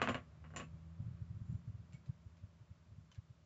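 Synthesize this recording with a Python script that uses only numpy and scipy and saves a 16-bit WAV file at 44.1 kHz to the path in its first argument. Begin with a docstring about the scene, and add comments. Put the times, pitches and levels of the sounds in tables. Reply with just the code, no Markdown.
"""In a small bedroom, small plastic bricks are picked off a table and pressed together by hand.
Bricks clack on the tabletop, then one is set down and pressed home with small creaks and a sharp snap.
More ticks and snaps follow between the fingers. Soft low bumps, probably from handling, reach the
microphone through its body. A far engine hums outside, over faint room noise."""
import sys
import numpy as np
from scipy import signal
from scipy.fft import rfft, irfft
from scipy.io import wavfile

SR = 44100
rng = np.random.default_rng(int(sys.argv[2]) if len(sys.argv) > 2 else 0)


def digitize_waveform(pressure):
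    """Quantize a signal to 16-bit integers and store it at the path in sys.argv[1].

    Rows of a 2-D input are taken as channels; values are limited to [-1, 1].
    """
    field = np.atleast_2d(pressure).T
    bounded = np.clip(field, -1, 1)
    quanta = np.round(bounded * 32767).astype(np.int16)
    wavfile.write(sys.argv[1], SR, quanta)


N = 152145
T = np.arange(N) / SR
RING_T = T[:SR // 2]  # half a second for one hit to die away
HZ = np.fft.rfftfreq(N, 1 / SR) + 0.0008  # never zero, so dividing by it is safe
BUILD_UP = 1 - np.exp(-RING_T / 0.006)  # table and room take about 6 ms to answer a hit


def clacks():
    """Bricks clack on the table, then one is set down and pressed home with creaks and a sharp snap."""
    # five clacks, then the setting down and pressing:
    # t/s, level/dB, treble lift/dB, brick ring/dB, table and room tail/dB
    contacts = [(0.0, -36.5, -18.5, -34, 0), (0.0174, -17, 3, -30.5, -3.5), (0.0744, -20, -16, -31, -5.5),
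                (0.0881, -20.5, -1, -13.5, -3.5), (0.1452, -23, -5.5, -23.5, -5.5),
                (0.4419, -50, -21, -17, 3.5), (0.5053, -49, -40, -18, -4), (0.5382, -42, -50, -20, -4.5),
                (0.562, -33, 23, 6.5, 0.5), (0.5918, -41, -5, -8, 4), (0.5992, -35.5, 1, -10.5, -2.5)]
    # tone of the crack: f/Hz, level/dB
    crack_colour = [(50, -31), (110, -1), (230, 5), (320, -6.5), (600, 0), (870, -8.5), (1150, -3.5),
                    (2050, -6.5), (2900, -8.5), (3400, -17), (4300, -22.5), (5300, -30), (6800, -26),
                    (8000, -33)]
    # ringing notes of the table and the parts lying on it: f/Hz, level/dB
    table_notes = [(126, -22), (228, -18.5), (252, -18.5), (352, -24), (493, -22), (547, -26), (664, -31.5),
                   (705, -22.5), (1056, -19.5), (1126, -16), (1170, -23.5), (1422, -23), (1495, -28),
                   (1760, -28), (1990, -25), (2880, -21.5)]
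    # ringing notes of a loose brick: f/Hz, level/dB, fade time/s
    brick_notes = [(743, -25, .07), (1105, -13, .085), (1890, -20, .06), (2930, -32, .11), (5820, -39, .15),
                   (7140, -25, .18)]
    knock_hz, treble_hz = 1500, 3900
    knock = undb(-9) * np.sin(2 * np.pi * knock_hz * RING_T) * fade(t60=.007)  # the hollow body
    out = np.zeros(N)
    for start, db, treble_db, ring_db, tail_db in contacts:
        lift_db = treble_db / (1 + (treble_hz / HZ) ** 3)  # a harder contact is brighter
        crack = 2 * colour(contact(tail_db), crack_colour, lift_db)
        table = 0
        for hz, note_db in table_notes:
            decay = fade(t60=.16 * (1000 / hz) ** .2)  # higher notes die sooner
            table += undb(note_db) * decay * np.sin(2 * np.pi * (hz * RING_T + rng.random()))
        brick = sum(undb(note_db) * ring(hz, t60) for hz, note_db, t60 in brick_notes)
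        sound = crack + knock + undb(tail_db) * table * BUILD_UP + undb(ring_db) * brick
        add(out, start, undb(db) * sound)
    return out


def snaps():
    """Studs catch between the fingers with thin ticks, each with the ring of its own part."""
    # parts meeting: t/s, level/dB, ring f/Hz, ring level/dB, fade time/s
    catches = [(0.5454, -78, 557, 19, .05), (0.6, -56, 2590, 4, 0.082), (0.638, -66, 2650, 9, 0.12),
               (1.925, -57.5, 2306, -11, 0.12), (1.932, -56.5, 7320, -10, .14),
               (1.9395, -59, 2250, 2, 0.12), (2.0603, -58.5, 4180, -18, 0.019),
               (2.371, -61.5, 3550, -23, .05), (3.1161, -58, 6240, -11, 0.054),
               (3.1164, -59, 1007, 6, 0.041), (3.118, -66.5, 3065, 5.5, 0.058),
               (3.147, -54.5, 1655, -10.5, 0.11)]
    # tone of a tick: f/Hz, level/dB
    tick_colour = [(200, -32), (950, -5), (1400, 5), (3100, 2), (4800, -1), (7000, -3.5), (8000, -12.5)]
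    out = np.zeros(N)
    for start, db, hz, ring_db, t60 in catches:
        tick = 2 * colour(contact(room_db=-4), tick_colour)
        add(out, start, undb(db) * (tick + undb(ring_db) * ring(hz, t60) / 2))
    return out


def contact(room_db):
    """One sharp click and the brief chatter of a hollow brick, then the room's echoes."""
    echo_s, echo_spread_s, chatter_s = 0.0087, 0.0025, 0.0028
    tail = rng.standard_normal(len(RING_T)) * fade(t60=.155) * BUILD_UP
    echo_shape = np.exp(-.5 * ((RING_T - echo_s) / echo_spread_s) ** 2)
    echo = rng.standard_normal(len(RING_T)) * echo_shape  # first bounces from the corner
    room = undb(7) * tail / np.linalg.norm(tail) + undb(3) * echo / np.linalg.norm(echo)
    chatter = rng.standard_normal(len(RING_T)) * np.exp(-RING_T / chatter_s)
    direct = undb(4.5) * chatter / np.linalg.norm(chatter) / np.sqrt(2)
    direct[0] += 1  # the click itself
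    bass_cut = signal.butter(1, 650, "high", fs=SR, output="sos")  # small parts give off little bass
    return signal.sosfilt(bass_cut, direct) + undb(room_db) * room


def ring(hz, t60):
    """A brick's note and nine weaker ones within 3% of it waver together as they die away."""
    detune, phase = rng.random((2, 9, 1))
    nearby_hz = hz * (1 + .06 * (detune - .5))
    nearby = np.sin(2 * np.pi * (nearby_hz * RING_T + phase)).sum(0)
    return (np.sin(2 * np.pi * hz * RING_T) + undb(-3) * unit(nearby)) * fade(t60)


def scrape():
    """A stud slides briefly with a thin, high hiss."""
    middle_s, spread_s, centre_hz, width_hz = 1.52, .045, 7150, 170
    band = 1 / (1 + ((HZ - centre_hz) / width_hz) ** 2)
    hiss = irfft(rfft(rng.standard_normal(N)) * band, N)
    return unit(hiss) * undb(-85) / np.cosh((T - middle_s) / spread_s)


def bumps():
    """Padded pushes swell and die within about two cycles, with a little rubbing, over a low rumble."""
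    # soft bumps: middle t/s, level/dB, f/Hz
    pushes = [(0.11, -40.5, 97), (0.741, -43.5, 110), (1.006, -34.5, 108), (1.027, -39, 131),
              (1.051, -44, 117), (1.069, -37.5, 121), (1.087, -36.5, 126), (1.118, -40.5, 136),
              (1.152, -44, 106.3), (1.224, -36.5, 112), (1.31, -37.5, 117.6), (1.349, -41.5, 106),
              (1.369, -41.5, 110), (1.419, -37, 107), (1.502, -33, 119), (1.528, -35.5, 156),
              (1.554, -33, 108), (1.681, -37, 133), (1.699, -39.5, 102), (1.752, -41, 100), (1.8, -46, 106),
              (1.949, -41.5, 126), (2.098, -32.5, 127), (2.269, -43.5, 91.9), (2.442, -41, 92.3),
              (2.62, -48.5, 112.2), (2.714, -45, 97), (2.924, -48, 100.7), (2.987, -46, 136),
              (3.189, -39.5, 106), (3.308, -46.5, 119)]
    # tone of the rumble: f/Hz, level/dB
    rumble_colour = [(25, -37), (50, -14), (75, 6.5), (120, -0.5), (170, -7), (240, -10.5), (330, -31),
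                     (600, -50.5)]
    # loudness of the rumble: t/s, level/dB
    rumble_levels = [(0, -49.5), (.3, -61.5), (.6, -54.5), (.9, -62.5), (1.1, -67.5), (1.5, -56.5),
                     (2.2, -64.5), (2.8, -68), (2.98, -57.5), (3.12, -68)]
    # tone of the rubbing in each bump: f/Hz, level/dB
    rubbing_colour = [(100, -3), (200, 9), (280, -9), (400, -20), (1400, -27.5), (4000, -44)]
    half_width_cycles, rub_spread_s = 0.53, 0.007
    rumble_db = np.interp(T, *np.array(rumble_levels).T)
    rumble = noise(rumble_colour) * undb(rumble_db)
    thuds, grip = np.zeros(N), np.zeros(N)
    for middle, db, hz in pushes:
        cycles = (T - middle) * hz
        near = np.abs(cycles) < 10
        swell = undb(db) / np.cosh(cycles[near] / half_width_cycles)
        thuds[near] -= swell * np.sin(2 * np.pi * cycles[near])
        grip[near] += undb(db) / np.cosh((T[near] - middle) / rub_spread_s)
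    rubbing = undb(-21) * grip * noise(rubbing_colour)
    return rumble + rubbing + thuds


def engine():
    """A far engine speeds up, then eases off and fades; only its lowest tones pass the wall."""
    # the engine's run: t/s, firing rate f/Hz, level/dB
    run = [(0, 75.54, -68), (0.298, 76.9, -61.5), (0.602, 78.8, -55.5), (0.949, 82.28, -55),
           (1.498, 86.33, -57.5), (2.0, 83.83, -65), (3.45, 80.4, -73)]
    # tones of the hum: multiple of the firing rate, level/dB
    tones = [(1, -4), (2, -3), (4, -24.5)]
    times, hz, db = np.array(run).T
    firings = np.cumsum(np.interp(T, times, hz)) / SR
    hum = sum(undb(tone_db) * np.sin(2 * np.pi * (k * firings + rng.random())) for k, tone_db in tones)
    return np.sqrt(2) * hum * undb(np.interp(T, times, db))


def room_noise():
    """Faint room noise; its lower part starts louder and slowly sinks while the hiss stays."""
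    # tone of the room noise: f/Hz, level/dB
    air_colour = [(160, -29), (280, -10.5), (349, -6.5), (520, -9.5), (590, -3), (767, -13), (1110, -9),
                  (1810, -15.5), (7600, -23.5), (9880, -38)]
    low_hz, fall_db_per_s = 2900, 1.66
    air = noise(air_colour) * undb(-77.5)
    low = irfft(rfft(air) / (1 + (HZ / low_hz) ** 4), N)
    return air + low * (undb(fall_db_per_s * (T[-1] - T)) - 1)


def undb(db):
    """Turn decibels into a number to multiply by."""
    return 10 ** (np.asarray(db) / 20)


def unit(x):
    """Scale a sound to an average (rms) level of 1."""
    return x / np.sqrt(np.mean(x ** 2))


def fade(t60):
    """A fade that drops 60 dB in t60 seconds."""
    return np.exp(-np.log(1000) * RING_T / t60)


def colour(x, points, extra_db=0):
    """Shape a sound's tone along a curve of (f/Hz, level/dB) points."""
    hz, db = np.array(points, float).T
    gain = undb(np.interp(np.log(HZ), np.log(hz), db) + extra_db)
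    cepstrum = irfft(np.log(gain), N)[:2048]
    cepstrum[1:] *= 2  # makes the filter ring after a hit, never before it
    response = irfft(np.exp(rfft(cepstrum, 8192)))[:4096]
    return signal.fftconvolve(x, response / np.linalg.norm(response))[:len(x)]


def noise(points):
    """Steady noise at level 1 with the given tone."""
    return unit(colour(rng.standard_normal(N), points))


def add(out, start, sound):
    """Mix a sound in at a time given in seconds."""
    i = max(int(start * SR), 0)
    out[i:i + len(sound)] += sound[:N - i]


def scene():
    """Everything sits in the middle; only the bricks' treble spreads a little to left and right."""
    bricks = clacks() + snaps() + scrape()
    smear = unit(rng.standard_normal(256)) / np.sqrt(256)
    spread = signal.fftconvolve(bricks, smear)[:N]
    wide_above_hz = 7200
    side = undb(-47.5) * irfft(rfft(spread) / (1 + (wide_above_hz / HZ) ** 8), N)
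    return bricks + bumps() + engine() + room_noise() + side * np.array([[1], [-1]])


def record(dry):
    """The recorder steeply cuts the treble above 7600 Hz."""
    return signal.sosfilt(signal.ellip(8, .3, 60, 7600, fs=SR, output="sos"), dry)


dry = scene()
out = record(dry)
digitize_waveform(out)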